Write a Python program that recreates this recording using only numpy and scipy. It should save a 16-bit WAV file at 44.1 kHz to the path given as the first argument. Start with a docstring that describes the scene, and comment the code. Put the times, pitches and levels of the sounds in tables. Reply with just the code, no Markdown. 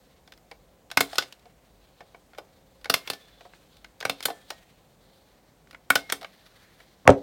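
"""A small furnished room, close microphone: a hand-held stapler is squeezed four times on a sheet of paper,
then set down hard on a wooden desk. Each squeeze is a row of metal contacts: jaws close, the blade shears
and folds the staple, the arm springs back. Gritty noise and a blow ring the frame; spring tones sing on.
Creasing noise of hands and paper rustles faintly over the room's filtered-noise hum.
The desk blow sweeps down in pitch, sets the desk top's modes humming and overloads the microphone."""
import sys
import numpy as np
from scipy import signal
from scipy.io import wavfile
from scipy.ndimage import uniform_filter1d

SR = 44100
rng = np.random.default_rng(int(sys.argv[2]) if len(sys.argv) > 2 else 0)


def how_loud(loudness_db):
    """Turn decibels into a plain amplitude multiplier (0 dB gives 1, 20 dB gives 10)."""
    steps = np.asarray(loudness_db, float) / 20
    return 10 ** steps


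def store_wav(level_fs):
    """Save 16-bit WAV to argv[1]."""
    pcm = np.round(np.clip(np.atleast_2d(level_fs), -1, 1) * 32767)
    wavfile.write(sys.argv[1], SR, pcm.T.astype(np.int16))


N = 318402  # length [samples]

# half-octave band edges: (frequency [Hz])
BAND_EDGES = 25 * 2 ** np.arange(0, 9.6, .5)
# noise of room and microphone: (frequency [Hz], relative level per Hz [dB])
HUM_COLOUR = [(24, -33.5), (40, -4), (171, 1.5), (312, -4.5), (697, -4), (1240, -15), (1520, -16),
              (2840, -21), (3560, -24), (7730, -22.5), (9450, -32), (14800, -21), (16000, -31)]
# rough tones in the room noise: (frequency [Hz], width [Hz], middle level [dB])
ROOM_DRONES = [(48.03, 9.3, -65.5), (174, 49, -73), (530, 43, -72.5)]
# colour of the creasing sheet: (frequency [Hz], relative level per Hz [dB])
PAPER_COLOUR = [(300, -21), (700, -19), (1500, 2.5), (2500, -3.5), (3700, 1.5), (5500, -9), (8000, -9.5),
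                (12000, -18), (16000, -13.5)]
# hands on paper: (time [s], level [dB])
HANDLING_LEVEL = [(0, -70.5), (0.94, -73), (2.17, -69), (2.87, -70.5), (3.3, -62), (3.94, -68), (4.46, -59),
                  (4.7, -63), (4.85, -69.5), (5.23, -67.5), (5.43, -70), (5.9, -71.5), (6.37, -63),
                  (6.69, -59.5), (7.06, -67.5), (7.22, -61)]
# the sheet crumples in the closed jaws, one entry per squeeze: (level [dB])
GRIP_LEVEL = [-47, -51, -54.5, -60]
# modes of frame and magazine: (frequency [Hz], relative level [dB], t60 before damping [s])
FRAME_MODES = [(300, -10, .05), (480, -5, .03), (690, 0, .03), (810, -2, .025), (1150, -5, .015),
               (1320, -4, .018), (1510, 0, .03), (1850, -6, .012), (2200, -1, .022), (2700, -4, .01),
               (3150, -1, .012), (3600, 0, .014), (4200, -3, .012), (4800, -3, .012), (5300, -3, .01),
               (7800, -3, .006), (8750, -3, .006)]
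# contact heard directly beside the frame's ring, in body, middle, bite and edge:
# (from [Hz], to [Hz], level against the ring before any dryness [dB])
DIRECT_CRUNCH = [(358, 1000, -3.5), (1030, 2600, -4), (2600, 5200, -1.5), (6000, 15000, 9.5)]
# light touches of jaws, arm and fingers:
# (time [s], middle 1-2.6 kHz peak [dB], body against middle [dB], bite against middle [dB])
LIGHT_TOUCHES = [(0.2758, -47.5, -2.5, 4), (0.3217, -41.5, -5, 4), (0.336, -52, -12, 5),
                 (0.3758, -54.5, -11, 6), (0.5135, -37, 1, 1.5), (0.9027, -37, -14, -2),
                 (0.9143, -27.5, -8, 2.5), (1.1308, -32.5, 4.5, 0.5), (1.156, -30, -7.5, 6),
                 (1.2235, -27.5, -5, -1), (1.235, -39, -6.5, 3), (1.3249, -44.5, -15, 12),
                 (1.3941, -65.5, -8, 14.5), (1.4554, -54, 8.5, 2.5), (2.006, -40, 5.5, -6.5),
                 (2.146, -41.5, 3.5, -16.5), (2.3334, -43, -3, -7.5), (2.348, -46, -2, -5),
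                 (2.377, -46, 0, 0), (2.3835, -35, 9, 2), (2.8128, -53.5, -8, 5), (2.845, -31.5, -22, 2),
                 (2.8566, -24.5, -7, -7.5), (3.0753, -29.5, -6, 6.5), (3.1336, -35.5, 0, 8),
                 (3.408, -42.5, 2, -2.5), (3.452, -51, 10, -2), (3.5353, -38.5, -12.5, -18),
                 (3.768, -56, -5.5, 9.5), (3.845, -34, -9.5, -4.5), (4.004, -36, -21, 7.5),
                 (4.0101, -29, -6, 1.5), (4.0271, -23, -5, -6), (4.2055, -29.5, -22.5, 1),
                 (4.2272, -40, -8.5, 14.5), (4.234, -36, -8, 8.5), (4.2834, -33.5, 10.5, 0),
                 (4.3019, -36, 12, 2.5), (4.5042, -29, 0.5, 6), (4.515, -46.5, 9, -10),
                 (5.672, -46.5, -16.5, -5), (5.7102, -40, -18, 0.5), (5.7294, -42.5, -5, -3),
                 (5.7468, -29.5, -20, -25), (6.094, -32, -8, -7), (6.1, -24, -20.5, 1.5),
                 (6.212, -41, -1.5, 4), (6.2176, -41, 4.5, 0.5), (6.2293, -35.5, -0.5, 1),
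                 (6.2457, -26.5, -8, -12.5), (6.8025, -41.5, -6.5, -5.5)]
# per squeeze, the three hard blows of shear, fold and spring-back:
# (time [s], middle 1-2.6 kHz peak [dB], then against it: body under 1 kHz [dB],
#  bite 2.6-6 kHz [dB], edge over 6 kHz [dB])
HARD_BLOWS = [
    [(0.9733, -1, -47, -10, -13), (1.0074, -6, -8.5, -4.5, -5), (1.1837, -11.5, -8.5, 4.5, -4)],
    [(2.8993, -9, -10, 1, -5), (2.9409, -9.5, -16, 4.5, -2.5), (3.101, -19.5, -3.5, 9, -1)],
    [(4.0525, -9.5, -7, -6.5, -14), (4.0967, -17, -3.5, 6.5, -2), (4.2555, -15, -7.5, 5, 3)],
    [(5.904, -0.5, -28, -14, -11.5), (5.9561, -8, -6, -1.5, -6.5), (6.1237, -11, -11, -1.5, 1.5)],
]
# decay of the diffuse room tail: (frequency [Hz], t60 [s])
ROOM_DECAY = [(100, 0.21), (400, 0.32), (1500, 0.13), (5000, 0.17), (15000, 0.13)]
# low modes of the room that hard blows set going: (frequency [Hz], relative level [dB], t60 [s])
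ROOM_BOOM = [(124, -6.5, .2), (170, -3, .15), (216.3, -0.5, 0.11), (278.9, 11, 0.22)]
# spring tones, each stopped short; pitch drops with the jaws open:
# (start [s], end [s], frequency [Hz], starting level [dB], t60 [s])
SPRING_TONES = [(1.01, 1.13, 2150, -58, 0.45), (2.945, 3.075, 2130, -48, 0.67),
                (3.105, 3.27, 1760, -43.5, 0.3), (3.2, 3.55, 3490, -61, 1.6),
                (4.26, 4.514, 1767, -45.5, 0.47), (4.26, 4.5, 3260, -56, .6),
                (4.505, 4.676, 1870, -53.5, 0.42), (5.96, 6.1, 2150, -47.5, 1.4),
                (1.01, 1.11, 4000, -48, 0.49), (6.125, 6.21, 5040, -55, .4)]
# stapler lands on the desk and bounces:
# (time [s], hum of the top [dB], sweep [dB], sweep starts at [Hz], crack before its band-pass [dB])
DESK_LANDING = [(7.054, -31, -39, 2480, -65), (7.0765, -5, 3, 3414, -5.5), (7.092, -1, -0.5, 1338, -34),
                (7.103, -22, -7.5, 897, -16), (7.121, -20, -22, 1190, -47)]
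# modes of the desk top: (frequency [Hz], relative level [dB], t60 [s])
DESK_MODES = [(130.6, 0, 0.04), (198, -19.5, 0.22), (278, -3.5, 0.17), (333.4, -23.5, 0.22),
              (410.5, -10, 0.14), (436, -15, 0.11), (498.6, -9, 0.066), (538, -1.5, 0.052),
              (662, -21.5, 0.16), (692, -24.5, 0.13), (863, -20.5, 0.091), (860, -21, 0.087),
              (885, -24, 0.1), (1010, -46, 0.25)]
# a tone near 1.1 kHz swells and rises slightly just before the main desk blow:
# (start [s], end [s], from frequency [Hz], to frequency [Hz], from level [dB], to level [dB])
PRE_BLOW_TONE = (7.058, 7.0765, 1029, 1143, -53, -13)

HUM_DB = -61.5
GRIP_RISE_S, GRIP_HOLD_S, GRIP_FADE_DB_PER_S = 0.11, 0.045, 97  # counted from the fold
EDGE_DB, EDGE_FOLLOWS = -9, 1.4  # a touch's edge at even bite, and dB of edge per dB of bite
# 1 = usual; hollow touches linger, with less damping per dB of body
BLOW_DAMPING, TOUCH_DAMPING, DAMPING_PER_DB = .82, .75, .02
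# crunch raised over the frame's ring above the body; a light touch hardly rings it
BLOW_DRY_DB, TOUCH_DRY_DB = 0, 6
PALM_DAMPING = 1.3  # the palm round the frame shortens every mode
BODY_LINGERS = 1.6  # the hollow body chatters this many times longer than the treble
ROOM_DB, DESK_ROOM_DB, SYMPATHY_DB = -15, -16, -53.5
LOW_CUT_HZ, TOP_CUT_HZ = 44, 17100


def at_hz(points, hz):
    """Reads a table on a log-frequency axis."""
    table_hz, values = np.transpose(points)
    return np.interp(np.log(hz), np.log(table_hz), values)


def peak_one(x):
    """Scales to a peak of 1."""
    return x / (np.abs(x).max() + 1e-12)


def band(x, low_hz, high_hz):
    """Keeps what lies between two frequencies."""
    sos = signal.butter(2, [low_hz, high_hz], "band", fs=SR, output="sos")
    return signal.sosfilt(sos, x)


def ring(force, hz, t60):
    """A damped resonance: a unit click sets a sine of height 1 ringing."""
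    r = how_loud(-60 / (t60 * SR))
    w = 2 * np.pi * hz / SR
    return signal.lfilter([0, np.sin(w)], [1, -2 * r * np.cos(w), r * r], force)


def drift(rate):
    """Slow random wander of spread 1, with a new goal rate times a second."""
    knots = rng.standard_normal(int(N / SR * rate) + 2)
    wander = np.interp(np.arange(N) / SR * rate, np.arange(len(knots)), knots)
    return wander * np.sqrt(1.5)  # straight lines between knots lose some spread


def bands(sources, gain_of_band):
    """Half-octave bands, dealt in turn to two unrelated sources, each with its own gain."""
    out = 0
    for k, (low, high) in enumerate(zip(BAND_EDGES, BAND_EDGES[1:])):
        gain = gain_of_band(np.sqrt(low * high))
        out = out + gain * band(sources[k % 2], low, high)
    return out


def add(track, s, sound):
    """Mixes a sound in from a moment on."""
    i = max(round(s * SR), 0)
    track[i:i + len(sound)] += sound[:N - i]


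def hum(waver_db=2.0):
    """Steady room and microphone noise with a few rough drones, narrow resonances of noise, that waver."""
    air = bands(rng.standard_normal((2, N)), lambda hz: how_loud(at_hz(HUM_COLOUR, hz)))
    out = how_loud(HUM_DB) * air / np.std(air)
    for hz, width_hz, db in ROOM_DRONES:
        t60 = np.log(1000) / (np.pi * width_hz)
        drone = ring(rng.standard_normal(N), hz, t60)
        out += how_loud(db + waver_db * drift(2.5)) * drone / np.std(drone)
    return out


def rustle_level():
    """Handling throughout, and a swell that rises after each fold, holds and fades as the jaws let go."""
    t = np.arange(N) / SR
    level = how_loud(np.interp(t, *np.transpose(HANDLING_LEVEL)))
    for (shear, fold, back), db in zip(HARD_BLOWS, GRIP_LEVEL):
        since = t - fold[0]
        rise = np.clip(since / GRIP_RISE_S, 0, 1) ** 2
        fade_db = GRIP_FADE_DB_PER_S * np.maximum(since - GRIP_RISE_S - GRIP_HOLD_S, 0)
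        level = np.hypot(level, rise * how_loud(db - fade_db))
    return level


def rustle(crisp_db=2.5, clump_db=2.2):
    """Dense tiny creases in clumps, coloured by the sheet."""
    crease_db = crisp_db * np.minimum(rng.exponential(1, N), 4) + clump_db * drift(60)
    creases = rng.standard_normal((2, N)) * how_loud(crease_db)
    sheet = bands(creases, lambda hz: how_loud(at_hz(PAPER_COLOUR, hz) + 2.0 * drift(6.9)))
    return rustle_level() * sheet / np.std(sheet)


def contacts():
    """Blows and touches, each as rows of time, four band levels, damping and dryness."""
    blows = [(*blow, BLOW_DAMPING, BLOW_DRY_DB) for squeeze in HARD_BLOWS for blow in squeeze]
    touches = []
    for s, peak_db, body_db, bite_db in LIGHT_TOUCHES:
        edge_db = EDGE_DB + EDGE_FOLLOWS * bite_db
        damping = max(TOUCH_DAMPING - DAMPING_PER_DB * body_db, .3)
        touches.append((s, peak_db, body_db, bite_db, edge_db, damping, TOUCH_DRY_DB))
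    return blows, touches


def frame_ring(grit, stop, low_hz, high_hz, damping):
    """The frame's modes in and around one band, shaken by gritty noise and the blow on the stop."""
    rings = 0
    for hz, db, t60 in FRAME_MODES:
        if not low_hz - 70 < hz < high_hz + 150 * (low_hz > 2000):
            continue
        own_db, detune = rng.normal(0, [3, .03])  # the grip shifts each mode a little
        force = grit * rng.standard_normal(len(grit)) + stop
        mode = ring(force, hz * (1 + detune), t60 / (PALM_DAMPING * damping))
        rings = rings + how_loud(db + own_db) * mode
    return rings


def stapler(rows, chatter_s=0.0029, rattle_s=0.028, rattle_db=-22, stop_db=-6, thin_hz=350):
    """Metal slides with growing grit, hits its stop and chatters out; all of it rings the frame."""
    out, t = np.zeros(N), np.arange(6000) / SR
    for s, peak_db, body_db, bite_db, edge_db, damping, dry_db in rows:
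        slide = np.clip(.0036 + peak_db * 4e-5, .0005, .009)  # [s]; harder strokes travel further
        grains = how_loud(4.4 * np.minimum(rng.exponential(1, len(t)), 4))
        # the blow on the stop is blunter than the grit
        stop = how_loud(stop_db - dry_db) * 10 * np.exp(-.5 * ((t - slide) / 5e-5) ** 2)
        rattle = how_loud(rattle_db - dry_db) * np.exp(-t / rattle_s)
        sound = 0
        for (low_hz, high_hz, crunch_db), part_db in zip(DIRECT_CRUNCH, [body_db, 0, bite_db, edge_db]):
            # treble peaks early in the slide, bass late
            top = slide * np.clip(1.6 - 0.1 * np.log(high_hz), .2, 2)
            linger_s = chatter_s * (BODY_LINGERS if high_hz < 2000 else 1)
            dying = np.exp(-(t - top) * damping / linger_s) + rattle
            grit = np.where(t < top, t / top, dying) * grains
            rings = frame_ring(grit, stop, low_hz, high_hz, damping)
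            crunch = band(grit * rng.standard_normal(len(t)) + stop, low_hz, high_hz)
            crunch_gain = how_loud(crunch_db + dry_db * (high_hz > 2000))
            part = peak_one(peak_one(rings) + crunch_gain * peak_one(crunch))
            sound = sound + how_loud(peak_db + part_db) * part
        add(out, s - slide + .001, sound)
    # a small thing radiates no bass
    return signal.sosfilt(signal.butter(3, thin_hz, "high", fs=SR, output="sos"), out)


def room(x):
    """A diffuse tail that builds within milliseconds and dies band by band."""
    t = np.arange(16000) / SR
    noise = rng.standard_normal((2, len(t)))
    tail = bands(noise, lambda hz: how_loud(-60 * t / at_hz(ROOM_DECAY, hz)))
    tail *= np.clip((t - .003) / 0.0036, 0, 1)
    return signal.fftconvolve(x, tail / np.sqrt(np.sum(tail ** 2)))[:N]


def room_boom(blows):
    """The smoothed strength of the hard blows pushes the room's low modes, which ring on."""
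    strength = np.abs(band(blows, 390, 900))
    jolt = how_loud(SYMPATHY_DB) * uniform_filter1d(strength, size=60, origin=29)
    modes = sum(how_loud(db) * ring(jolt, hz, t60) for hz, db, t60 in ROOM_BOOM)
    return band(modes, 120, 600)


def spring():
    """Thin tones that swell out of a blow and are stopped short; the high ones flutter as coils touch."""
    out = np.zeros(N)
    for start, end, hz, db, t60 in SPRING_TONES:
        t = np.arange(int((end - start) * SR)) / SR
        fade = np.clip(np.minimum(t / 0.012, (end - start - t) / .006), 0, 1)
        flutters = hz > 3000
        level_db = db - 60 * t / t60 + flutters * 4.0 * drift(60)[:len(t)]
        phase = 2 * np.pi * hz * t + flutters * 1.2 * drift(130)[:len(t)]
        add(out, start, how_loud(level_db) * fade * np.sin(phase))
    return out


def pre_blow_tone():
    """A sine near 1.1 kHz that swells and rises slightly just before the main desk blow."""
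    start, end, first_hz, last_hz, first_db, last_db = PRE_BLOW_TONE
    way = np.linspace(0, 1, int((end - start) * SR))
    turns = np.cumsum(first_hz + (last_hz - first_hz) * way) / SR
    out = np.zeros(N)
    add(out, start, how_loud(first_db + (last_db - first_db) * way) * np.sin(2 * np.pi * turns))
    return out


def desk_top(force):
    """All modes of the desk top under one force; nothing radiates below the lowest."""
    return band(sum(how_loud(db) * ring(force, hz, t60) for hz, db, t60 in DESK_MODES), 85, 6080)


def desk(sweep_s=0.0049, fall_s=0.000994, end_hz=450, rattle_s=0.0095):
    """Bending waves bring the treble first, so each blow sweeps down before the top's modes hum."""
    out, t = np.zeros(N), np.arange(8000) / SR

    def burst(decay_s):
        return np.exp(-t / decay_s) * rng.standard_normal(len(t))

    for s, hum_db, sweep_db, start_hz, crack_db in DESK_LANDING:
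        top_hum = how_loud(hum_db) * peak_one(desk_top(burst(rattle_s)))
        # loose things on the desk rumble along
        rumble = how_loud(hum_db - 8.5) * peak_one(band(burst(0.013), 140, 780))
        turns = np.cumsum(end_hz + (start_hz - end_hz) * np.exp(-t / fall_s)) / SR
        fade = np.clip(t * start_hz, 0, 1) * np.exp(-(t / sweep_s) ** 2)
        sweep = how_loud(sweep_db) * fade * np.sin(2 * np.pi * turns)
        crack = how_loud(crack_db) * band(burst(0.0015), 1500, 6200)
        add(out, s, top_hum + rumble + sweep + crack)
    return out + pre_blow_tone()


def scene():
    """Stapler and desk with their room, over rustle and hum."""
    blows, touches = map(stapler, contacts())
    clacks, thump = blows + touches, desk()
    wet = room(how_loud(ROOM_DB) * clacks + how_loud(DESK_ROOM_DB) * thump)
    mix = clacks + room_boom(blows) + thump + wet + spring() + rustle() + hum()
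    return mix[None]  # one channel


def band_limit(x):
    """A steep low-pass at the top of the band."""
    return signal.sosfilt(signal.butter(12, 16890, fs=SR, output="sos"), x)


def record(dry):
    """The microphone loses the deepest bass, the converter clips at full scale and cuts the top."""
    low_cut = signal.butter(4, LOW_CUT_HZ, "high", fs=SR, output="sos")
    top_cut = signal.cheby2(12, 50, TOP_CUT_HZ, fs=SR, output="sos")
    clipped = np.clip(signal.sosfilt(low_cut, dry), -1, 1)
    return band_limit(signal.sosfilt(top_cut, clipped))


dry = scene()
out = record(dry)
store_wav(out)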